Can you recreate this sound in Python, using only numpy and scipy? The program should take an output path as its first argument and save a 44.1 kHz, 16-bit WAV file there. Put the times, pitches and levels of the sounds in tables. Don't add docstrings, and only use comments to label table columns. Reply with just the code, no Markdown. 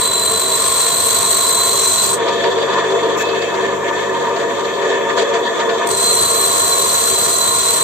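import sys
import numpy as np
from scipy import signal
from scipy.fft import rfft, irfft, dct, next_fast_len
from scipy.io import wavfile
from scipy.ndimage import uniform_filter1d, map_coordinates

SR = 44100
rng = np.random.default_rng(int(sys.argv[2]) if len(sys.argv) > 2 else 0)


def linear_from_db(decibels):
    return 10 ** (np.asarray(decibels, float) / 20)


def materialize(psi):
    bounded = np.clip(np.atleast_2d(psi).T, -1, 1)
    quanta = np.round(bounded * 32767).astype(np.int16)
    wavfile.write(sys.argv[1], SR, quanta)


N = 345303
SIZE = next_fast_len(N + SR // 4)
HZ = np.maximum(np.arange(SIZE // 2 + 1) * SR / SIZE, 1)
GAP_HZ, CUTOFF_HZ = (8530, 11480), 15900
# start_s, peak_db, low_panels_db (above the peak)
KNOCKS = [(2.2618, -27, -2), (2.2804, -19, 2), (2.4385, -17.5, 5.5), (2.5177, -27, -11), (2.5805, -23, 4),
          (2.6224, -23, 3), (2.6858, -26.5, 10), (2.7327, -23, 5), (2.7836, -24, 8), (2.8384, -29, 12.5),
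          (2.9013, -26, 2), (3.0315, -26.5, 7), (3.0565, -30, 1), (3.2051, -26, 12), (3.2897, -22, 5),
          (3.4171, -23, 3), (3.5428, -24, 0), (3.6486, -30, 9), (3.8834, -28, 6), (4.1424, -32, 13),
          (4.2882, -31.5, 5), (4.361, -25.5, 5), (4.4004, -26.5, 8), (4.595, -31, 0), (4.6506, -26.5, 2),
          (4.816, -28, 10), (4.8924, -28, 5), (4.9372, -29, 10), (5.0963, -25.5, 12.5), (5.1771, -16, 6),
          (5.1964, -23.5, 3), (5.2174, -25.5, 3), (5.2924, -33, 1), (5.3398, -24.5, 9), (5.3594, -29.5, 5),
          (5.5942, -20.5, 6), (5.693, -21.5, 8.5)]


def grinding(turns, pressed):
    # start_s, scrape_db (pressure), bend_db (slack of the grip, above the scrape)
    touches = [
        [(0.0, -16.5, -15), (0.02, -21, -2.5), (0.2, -21, 0.5), (0.33, -20.5, -3.5), (0.51, -20.5, -1.5),
         (0.62, -18.5, -7), (1.3, -19.5, -5), (1.45, -20, -1.5), (2.06, -19.5, -3.5), (2.15, -23.5, -7.5),
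         (2.16, -30.5, -1.5)],
        [(5.9, -22.5, -9.5), (5.91, -21, -14), (5.92, -25, -4.5), (5.96, -21.5, -4), (6.05, -19.5, -2),
         (6.162, -19.5, -4.5), (6.6, -19.5, -4), (7.1, -19.5, -4.5), (7.684, -19.5, -2.5), (7.742, -17.5, -8),
         (7.83, -20, -3)],
    ]
    # start_s, peak_db
    graze_events = [
        (5.872, -13),
        (5.889, -12.5),
        (5.912, -15),
    ]
    # centre_s, length_s, level_db (under the scrape)
    flares = [(.15, 0.055, -21.5), (.37, 0.058, -18), (.65, .05, -26), (.87, .08, -27), (1.06, 0.11, -16),
              (1.32, 0.1, -17), (1.56, .12, -22), (1.74, 0.14, -21.5), (5.9, 0.083, -24.5),
              (6.395, 0.051, -22.5), (6.57, 0.05, -24), (7.19, 0.088, -26), (7.45, 0.065, -26)]
    # turns, swing_db
    wear = [
        (0, 2.4),
        (105, 1.4),
        (290, .5),
    ]
    # time_s, level_db
    angle = [(0, -12.5), (.8, -11), (1.3, -8), (2.15, -7.5), (5.9, -11), (6.5, -9.5), (7.2, -9), (7.83, -9)]
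    # time_s, ridge_hz, ridge_db (against the fixed peaks)
    grip = [(0, 4020, -4.5), (.55, 4020, -6), (.8, 4095, -4.5), (1.9, 4100, -6), (2.15, 4110, -2),
            (5.92, 4130, 3), (6.2, 4096, 2), (6.55, 4050, 2.5), (7.1, 4070, 1.5), (7.5, 4085, -2),
            (7.83, 4060, -2.5)]
    # centre_hz, width_hz, level_db
    bar = [(1900, 270, -18), (2640, 50, -24), (3320, 120, -9.5), (3700, 200, -12), (4250, 200, -6.5),
           (4690, 77, -12), (5400, 88, -26.5), (5860, 45, -6.5), (6250, 140, -8), (6810, 250, -9),
           (7330, 240, 0), (7530, 94, 1), (7910, 130, -2), (8430, 140, 0.5), (8600, 580, 3)]
    # centre_hz, width_hz, level_db
    bending = [(3954, 31, 1.5), (4016, 170, 0.5), (4100, 66, -2)]
    # centre_hz, width_hz, level_db
    top_modes = [(11790, 450, -7), (12960, 90, 0), (13300, 90, 0), (14200, 900, -12), (15000, 500, -13)]
    # centre_hz, width_hz, level_db
    rest = [(1084, 48, -6.5), (1379, 34, -7.5), (638, 100, -14)]
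    # freq_hz, level_db_per_hz
    shake_spectrum = [(15, -42), (25, -32), (92, -2), (199, -3), (221, -4), (269, -2), (293, -8), (330, -9),
                      (430, -42), (730, -120)]

    scrape_db, bend_db = in_time(touches[0] + touches[1])
    swing_db = np.interp(turns, *np.transpose(wear))
    angle_rad = 2 * np.pi * turns
    runout = np.cos(angle_rad + 1.6) + 0.25 * np.cos(2 * angle_rad + 1.9)
    contact_db = swing_db * runout * (1 + 0.13 * drift(6.1))
    contact = linear_from_db(contact_db + 0.34 * drift(32) + 1.42 * drift(150))
    rocking = linear_from_db(swing_db * (1.1 * np.cos(angle_rad - .6) + .6 * np.cos(2 * angle_rad + .3)))

    tearing = contact * grit(2.7)
    ring = modes(bar[:10] + bar[12:], -18.5) * band(1000, 12600)
    middle = band(5660, 7090, order=10)
    scrape = body(tearing, ring * (1 - middle))
    scrape = scrape + linear_from_db(in_time(angle)[0] + 1.2 * drift(1.2)) * body(tearing, ring * middle)
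    freed = body(tearing[::-1], modes(bar[10:12], -46))
    scrape = scrape + linear_from_db(-8.5 + 0.54 * (bend_db + 5.0)) * freed
    scrape = flexed(scrape, share=.004, rate_hz=1.6)

    bend_force = contact * rocking * linear_from_db(0.61 * drift(30)) * grit(4.7)
    bend = body(bend_force, modes(bending, -50.5, steep=3.4))
    ridge_hz, ridge_db = in_time(grip)
    ridge = sliding(contact * rocking * grit(3.7), ridge_hz + 25.97 * drift(6.99), width_hz=43)
    bend = (bend + linear_from_db(ridge_db) * ridge) / np.sqrt(1 + linear_from_db(2 * ridge_db))

    top = body(contact * grit(0.92), modes(top_modes, -21) * band(13000, 18000, order=8))
    top = flexed(top, share=.006, rate_hz=2.2)
    settle_s = .15
    r = np.exp(-1 / (settle_s * SR))
    settled = signal.lfilter([1 - r], [1, -r], pressed, zi=[pressed[0]])[0]
    lift = 1 + linear_from_db(8) * swells(flares, stretch=0.85)
    top_gain = linear_from_db(-12.5) * (0.27 + 0.9 * settled ** 2) * lift

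    rest_noise = body(contact * grit(0.58), modes(rest, -25.5) * band(450, 2200))
    bumps = wheel_bumps(turns) + linear_from_db(np.where(turns < 200, -5.0, -0.5)) * rest_noise
    bump_db = -27 + 0.39 * (scrape_db + 19)
    shake = body(grit(0), linear_from_db(at_hz(shake_spectrum)) * band(20, 300))

    grazes = bursts(*np.transpose(graze_events), t60_s=0.02, size=90)
    level = pressed * linear_from_db(scrape_db + 5.0) + grazes
    sound = level * (scrape + pressed * linear_from_db(bend_db - 2.0) * bend + top_gain * top)
    sound = sound + linear_from_db(-15) * grazes * top
    sound = sound + pressed * (linear_from_db(bump_db - 1.0) * bumps + linear_from_db(-39.5) * shake)
    spit = body(grit(2.5), band(9000, 9900, order=26))
    spit = level * (swells(flares, stretch=.4) + linear_from_db(-48)) * spit
    return starved(sound) + spit


def wheel_bumps(turns):
    orders = [(6, -23), (11, -9.5), (13, -3.5), (14, -5.5), (15, -25.5), (16, -14.5), (19, -22), (20, -6.5),
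              (21, 0.5), (22, 3.5), (23, -7.5), (24, -13), (25, -15.5), (26, -25.5), (28, -11), (29, -7.5),
              (30, -25.5), (31, -42.5)]
    blur = np.interp(turns, [110, 290], [.008, .4])
    lines = 0
    for k, db in orders:
        gain = linear_from_db(db + (1.5 + 5.2 * blur) * drift(1.66))
        cycles = k * turns + rng.random() + blur * drift(3.9)
        lines = lines + gain * np.sin(2 * np.pi * cycles)
    return rms_one(lines) * np.array([[1.4], [0]])


def motor(turns, pressed, swing_db):
    # centre_hz, width_hz, level_db
    casing = [(311, 21, -18.5), (351.7, 19, -15), (388.9, 7.8, -0.5), (452.7, 22.3, -3.5),
              (482.2, 8.4, -5.5), (560, 17, -2.5), (638, 7.7, -15), (681.2, 20.3, -8)]
    # centre_hz, width_hz, level_db
    cover_modes = [(925.6, 19.4, 0), (949.4, 19, 2.5), (1019, 39, -1), (1116, 52, -6.5), (1208, 20.5, -2)]
    unbalance = [(1, -65.5), (2, -46.5), (3, -43), (4, -47)]
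    # freq_hz, level_db_per_hz
    rumble_spectrum = [(15, -59.5), (25, -34), (70, -33), (91, -22.5), (118, -21.5), (141, -17),
                       (173, -20.5), (199, -8.5), (330, -11.5), (430, -33), (730, -120)]
    # time_s, level_db
    hum = [
        (4.2, -1.5),
        (5.5, -12),
        (6.0, -6),
    ]

    throb = linear_from_db(0.2 * drift(7.1) + 0.5 * np.cos(2 * np.pi * turns))
    at_s, peak_db, _ = np.transpose(KNOCKS)
    throb = throb * (1 + bursts(at_s, peak_db + 16, t60_s=0.14, size=600))
    low = body(throb * grit(3.7), modes(casing, -28.5) * band(288, 531, order=30))
    low = flexed(low, share=0.00796, rate_hz=3.85)
    upper = body(throb * grit(0.58), modes(casing, -28.5) * band(576, 930, order=14))
    cover_force = throb * linear_from_db(1.95 * drift(29)) * grit(0.84)
    cover = body(cover_force, modes(cover_modes, -18.0) * band(835, 1740, order=8))
    drone = linear_from_db(swing_db - 19.0) * low
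    drone = drone + linear_from_db(-24 + swing_db) * upper + linear_from_db(-22.5 + 0.73 * swing_db) * cover

    orders = 0
    for k, db in unbalance:
        gain = linear_from_db(db + 1.5 + 1.2 * drift(3.3))
        orders = orders + gain * np.sin(2 * np.pi * (k * turns + rng.random()))
    orders = linear_from_db(in_time(hum)[0]) * orders * np.array([[1.4], [0]])
    rumble = body(grit(0), linear_from_db(at_hz(rumble_spectrum)) * band(20, 340, order=12))
    return drone + (orders + linear_from_db(-33.5 - 2.5) * rumble) * linear_from_db(-6 * pressed)


def guards(turns, pressed, swing_db):
    # centre_hz, width_hz, level_db
    guard = [(1440, 61, -8), (1753, 58, 1.5), (1887, 35, -5), (2150, 63, -9.5), (2383, 52, -13),
             (2566, 30, -12.5), (3233, 160, -14.5), (3440, 100, -13.5), (3640, 240, -16.5),
             (4270, 250, -26), (4640, 40, -11)]
    # centre_hz, width_hz, level_db
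    hiss_modes = [(5740, 340, -10.5), (6350, 80, -7), (6870, 520, -7), (7480, 180, -7), (8130, 57, -10)]
    # start_s, length_s, level_db, top_db (above it)
    puffs = [
        (3.172, .06, -31, -2),
        (5.166, 0.07, -38, -24),
        (5.335, 0.041, -44, -25),
    ]
    # time_s, high_db, ring_db (above high), ring_hz, middle_ring_db
    hands = [(2.25, -33, -1.5, 3470, -5), (2.94, -35, 0.5, 3440, -1), (3.14, -35.5, -1, 3430, -14),
             (3.2, -34.5, -13, 3450, 11.5), (3.6, -37, -10, 3450, 0), (3.8, -37, -13, 3450, -11),
             (4.11, -37, -12, 3500, -1.5), (4.66, -37, -7, 3560, -4.5), (4.75, -35.5, -7, 3500, -1),
             (5.2, -34.5, -1.5, 3450, 0), (5.44, -35, -1, 3460, -4), (5.6, -37, 2.5, 3470, -11),
             (5.85, -36.5, -3, 3490, -1)]

    buzz_db, hiss_db = -28 + 0.26 * swing_db, -35.5 + 0.37 * swing_db
    high_db, ring_db, ring_hz, middle_db = in_time(hands)
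    flutter = linear_from_db(1.23 * drift(21) + 0.23 * np.cos(2 * np.pi * turns))
    # low_hz, high_hz, level_db
    panels = [(1540, 1930, -0.83), (2020, 3310, -5.5 - 0.42 * swing_db), (3020, 4400, high_db + 31.1)]
    sheet = 0
    for low_hz, high_hz, db in panels:
        panel = body(flutter * grit(0.8), modes(guard, -22.0) * band(low_hz, high_hz, order=12))
        sheet = sheet + linear_from_db(db + 0.22 + 2.25 * drift(9.3)) * panel
    ring = sliding(flutter * grit(.8), ring_hz + 18 * drift(5.04), width_hz=90)
    middle = sliding(flutter * grit(0.98), 2585 + 8 * drift(4.2), width_hz=49)
    sheet = sheet + linear_from_db(high_db + ring_db + 30.5) * ring + linear_from_db(middle_db - 10.5) * middle

    hiss_response = modes(hiss_modes, -24.5) * band(4000, 12500, order=8) * (HZ < GAP_HZ[0])
    hiss = body(flutter * grit(0.98), hiss_response)
    top = body(grit(1.5), band(11350, 16500, order=8))
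    t = np.arange(N) / SR
    for s, length, db, top_db in puffs:
        edge = np.minimum(t - s, s + length - t)
        shape = np.clip(edge / 0.0057, 0, 1) * linear_from_db(db - hiss_db)
        hiss = hiss * (1 + shape)
        top = top * (1 + shape * linear_from_db(top_db + 10.5))

    at_s, peak_db, low_db = np.transpose(KNOCKS)
    knock = body(grit(4.4), modes(guard, -16) * band(800, 2900, order=10))
    clang = body(grit(3.9), modes(guard[6:], -17) * band(2900, 4800, order=12))
    knocks = bursts(at_s, peak_db + low_db - 4.5, t60_s=0.14, size=500) * knock
    knocks = knocks + bursts(at_s, peak_db - 0.5, t60_s=0.11, size=500) * clang
    knocks = knocks + bursts(at_s, peak_db - 18.5, t60_s=0.11, size=500) * hiss
    return (linear_from_db(buzz_db) * sheet + knocks + linear_from_db(hiss_db) * hiss + linear_from_db(-49.5) * top) * linear_from_db(-9 * pressed)


def grit(lumpy_db):
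    return rng.standard_normal((2, N)) * linear_from_db(lumpy_db * rng.standard_normal(N))


def body(force, response):
    return rms_one(irfft(rfft(force, SIZE) * response, SIZE)[..., :N])


def modes(table, floor_db, steep=1.214):
    f = HZ[::8]
    power = linear_from_db(floor_db) ** 2
    for hz, width_hz, db in table:
        detuning = (f - hz ** 2 / f) / width_hz
        power = power + linear_from_db(db) ** 2 / (1 + detuning ** 2) ** steep
    return fine(np.sqrt(power))


def band(low_hz, high_hz, order=4):
    f = HZ[::8]
    return fine(1 / np.sqrt((1 + (low_hz / f) ** (2 * order)) * (1 + (f / high_hz) ** (2 * order))))


def fine(coarse):
    return np.interp(HZ, HZ[::8], coarse)


def sliding(force, hz, width_hz):
    r = np.exp(-np.pi * width_hz / SR)
    poles = [1, -2 * r, r * r]
    in_phase = signal.lfilter([1], poles, force)
    quadrature = signal.lfilter([1], poles, force * rng.choice([-1, 1], N))
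    phase = 2 * np.pi * np.cumsum(hz) / SR
    return rms_one(np.cos(phase) * in_phase + np.sin(phase) * quadrature)


def flexed(x, share, rate_hz):
    lag = share * SR / (2 * np.pi * rate_hz) * drift(rate_hz)
    at = np.clip(np.arange(N) + lag, 0, N - 1)
    return np.array([map_coordinates(side, [at], order=3) for side in x])


def bursts(times_s, peaks_db, t60_s, size):
    kicks = np.full(N, 1e-18)
    kicks[(np.array(times_s) * SR).astype(int)] = linear_from_db(np.array(peaks_db))
    return signal.lfilter([1], [1, -linear_from_db(-60 / (t60_s * SR))], uniform_filter1d(kicks, size=size))


def swells(rows, stretch):
    t = np.arange(0, N, 32) / SR
    humps = sum(linear_from_db(db) * np.exp(-((t - s) / (stretch * length)) ** 2) for s, length, db in rows)
    return np.interp(np.arange(N) / SR, t, humps)


def drift(rate_hz):
    r = np.exp(-40 * np.pi * rate_hz / SR)
    slow = signal.lfilter([1], [1, -2 * r, r * r], rng.standard_normal(N // 20 + 4002))[4000:]
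    return np.interp(np.arange(N) / 20, np.arange(len(slow)), rms_one(slow))


def rms_one(x):
    return x / np.sqrt(np.mean(x ** 2) + 1e-20)


def in_time(rows):
    s, *columns = np.transpose(rows)
    return [np.interp(np.arange(N) / SR, s, c) for c in columns]


def at_hz(points):
    hz, values = np.transpose(points)
    return np.interp(np.log(HZ), np.log(hz), values)


def ports(pair, table):
    # delay_s, twist_rad
    scatter = [
        (.0011, 0.38),
        (.0023, 0.41),
        (.0041, 0.56),
    ]
    alike, balance_db, lead = [at_hz(t) for t in table]
    alike = np.clip(alike, 0, .99)
    twist = sum(rad * np.sin(2 * np.pi * HZ * s) for s, rad in scatter)
    lead = lead + np.clip(HZ / 6000 - .5, 0, 1) * twist
    direct, diffuse = rfft(pair, SIZE)
    sign = np.array([[1], [-1]])
    both = np.sqrt(1 + alike) * direct + sign * np.sqrt(1 - alike) * diffuse
    both = both * linear_from_db(sign * balance_db / 2) * np.exp(.5j * sign * lead)
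    return irfft(both, SIZE)[:, :N] / np.sqrt(2)


def starved(x, step_db=-10):
    # centre_hz, width_hz, level_db
    dips = [(2790, 100, -1), (4970, 130, -3.5), (5720, 190, -1.5)]
    shoulder = linear_from_db(step_db - 11 * (HZ - GAP_HZ[0]) / 1000)
    gain = np.where((HZ > GAP_HZ[0]) & (HZ < GAP_HZ[1]), shoulder, 1) * (HZ < CUTOFF_HZ)
    gain = gain * linear_from_db(sum(db * np.exp(-((HZ - hz) / width) ** 2) for hz, width, db in dips))
    return irfft(rfft(x, SIZE) * gain, SIZE)[:, :N]


def masked(x, slope_db=10.0, wobble_db=3.5):
    # freq_hz, level_db
    allowed = [(300, -40), (1500, -24), (2400, -16), (2900, -9), (3500, -9), (4300, -19), (4800, -9.5),
               (5100, -5.5), (5600, -5), (6000, -13), (8300, -14), (8700, -30), (9200, -13.5),
               (10000, -5.5), (11400, 5), (11800, -2.5), (15000, -0.5), (15300, 1.5), (15500, 6),
               (15900, 10)]
    hop, lead = 1024, 1024 - 267
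    count = N // hop + 3
    padded = np.pad(x, ((0, 0), (lead, (count + 1) * hop - x.shape[1] - lead)))
    window = np.sin(np.pi * (np.arange(2 * hop) + .5) / (2 * hop))
    frames = np.lib.stride_tricks.sliding_window_view(padded, 2 * hop, axis=1)[:, ::hop] * window
    a, b, c, d = np.split(frames, 4, axis=2)
    folded = np.concatenate([-c[..., ::-1] - d, a - b[..., ::-1]], axis=2)
    lines = dct(folded, type=4, norm="ortho")

    single = (lines ** 2).sum(axis=0) + 1e-16
    power = uniform_filter1d(single, size=3, axis=0)
    patch_db = 10 * np.log10(uniform_filter1d(power, size=4, axis=1) + 1e-16)
    wide_db = 10 * np.log10(uniform_filter1d(power, size=32, axis=1) + 1e-16)
    khz = (np.arange(hop) + .5) * SR / (2000 * hop)
    masker_db = np.maximum.accumulate(wide_db + slope_db * khz, axis=1) - slope_db * khz
    bands = np.cumsum(1 / np.clip(1.6 * khz, 4, 32)).astype(int)
    chance = uniform_filter1d(rng.standard_normal(power.shape), size=2, axis=0)
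    spare_db = wobble_db * chance[:, bands] * 1.3
    allowed_db = np.interp(khz * 1000, *np.transpose(allowed))

    rounded_up = (10 * np.log10(single) > patch_db - 11) | (khz < 1.6)
    audible = (patch_db > -46) | (khz < 8.6) | (khz > 11.43)
    kept = rounded_up & audible & (patch_db > masker_db + allowed_db + spare_db)
    u, v = np.split(dct(lines * kept, type=4, norm="ortho"), 2, axis=2)
    unfolded = np.concatenate([v, -v[..., ::-1], -u[..., ::-1], -u], axis=2) * window
    first, second = np.split(unfolded, 2, axis=2)
    return (first[:, 1:] + second[:, :-1]).reshape(2, -1)[:, lead:][:, :N]


def scene():
    # time_s, speed_turns_per_s
    wheel = [
        (0, 49.4),
        (2.15, 49.4),
        (2.4, 49.85),
        (5.85, 49.85),
        (6.1, 49.61),
        (7.83, 49.61),
    ]
    # time_s, share (0-1)
    contact = [
        (0, 0.88),
        (2.15, 1),
        (2.19, 0.04),
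        (5.89, 0.01),
        (5.91, 0.97),
        (7.83, 0.84),
    ]
    # time_s, level_db
    drone = [(0.0, -28.5), (1.63, -28), (1.68, -26), (1.98, -30.5), (2.2, -20.5), (2.53, -20), (2.79, -19),
             (2.9, -20.5), (2.92, -18), (3.23, -21), (4.82, -22), (4.86, -17.5), (5.04, -21.5),
             (5.34, -19.5), (5.41, -21), (5.87, -18.5), (5.95, -25), (7.83, -29)]
    # freq_hz, then likeness (0-1), left_right_db, left_lead_rad
    idle_ports = [
        [(60, 0.93), (400, 0.74), (1200, 0.73), (2000, 0.48), (3000, 0.1), (5000, 0.082), (9000, 0.16)],
        [(60, 3), (200, -1.5), (450, 1.5), (900, 0), (1400, 3.5), (2300, 3.5), (3000, 0.5), (4500, -1), (7200, -1.5), (8300, 5), (12000, 1.5)],
        [(60, -0.53), (1200, -0.49), (2000, -0.8), (2400, -0.79), (9000, -1.9)],
    ]
    first_ports = [
        [(100, 0.25), (600, 0.21), (1050, 0.65), (2000, 0.19), (3600, 0.21), (4000, 0.77), (4400, 0.27), (7500, 0.25), (8400, 0.6), (12000, 0.38)],
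        [(60, 13.5), (300, 6.5), (700, -16), (1100, -5.5), (5500, 0), (6000, -9), (6800, -7.5), (7400, -5), (7900, -8.5), (8400, 5), (12000, 1)],
        [(100, -0.66), (700, -0.83), (1100, -0.24), (4000, -0.89), (5500, -0.81), (7400, .9), (8000, -0.11), (8400, -1.5), (12000, -2.3)],
    ]
    second_ports = [
        [(100, 0.25), (600, 0.3), (1050, 0.75), (2000, 0.35), (3600, 0.25), (4000, 0.76), (4500, 0.45), (6300, 0.48), (7500, 0.98), (8400, 0.89), (11900, 0.6), (13000, .2)],
        [(60, 15.5), (300, 10.5), (700, -14), (1100, -5), (1800, -6.5), (4000, -3), (5500, -4.5), (6300, -8), (7400, -5), (7900, 3.5), (8400, 5.5), (12000, 2.5)],
        [(100, 0.1), (700, -1.25), (1100, -1.84), (4000, -1.5), (6300, -1.1), (6900, 2.4), (7400, 1.5), (7900, 1.7), (8400, 1.5), (12000, 0.5)],
    ]

    turns = np.cumsum(in_time(wheel)[0]) / SR
    pressed = in_time(contact)[0]
    swing_db = in_time(drone)[0] + 20
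    ground = grinding(turns, pressed)
    machine = motor(turns, pressed, swing_db) + guards(turns, pressed, swing_db)
    machine = starved(machine, step_db=-45)
    first = np.arange(N) < 4 * SR
    touches = ports(ground * first, first_ports) + ports(ground * ~first, second_ports)
    return ports(machine, idle_ports) + touches


def top_cut(x):
    return signal.sosfilt(signal.butter(12, 15900, fs=SR, output="sos"), x)


def record(dry):
    soft = .9 * np.tanh(dry / .9)
    delayed = np.pad(soft, ((0, 0), (1024, 0)))[:, :N + 1024]
    mix = masked(delayed)
    return top_cut(mix)


dry = scene()
out = record(dry)
materialize(out)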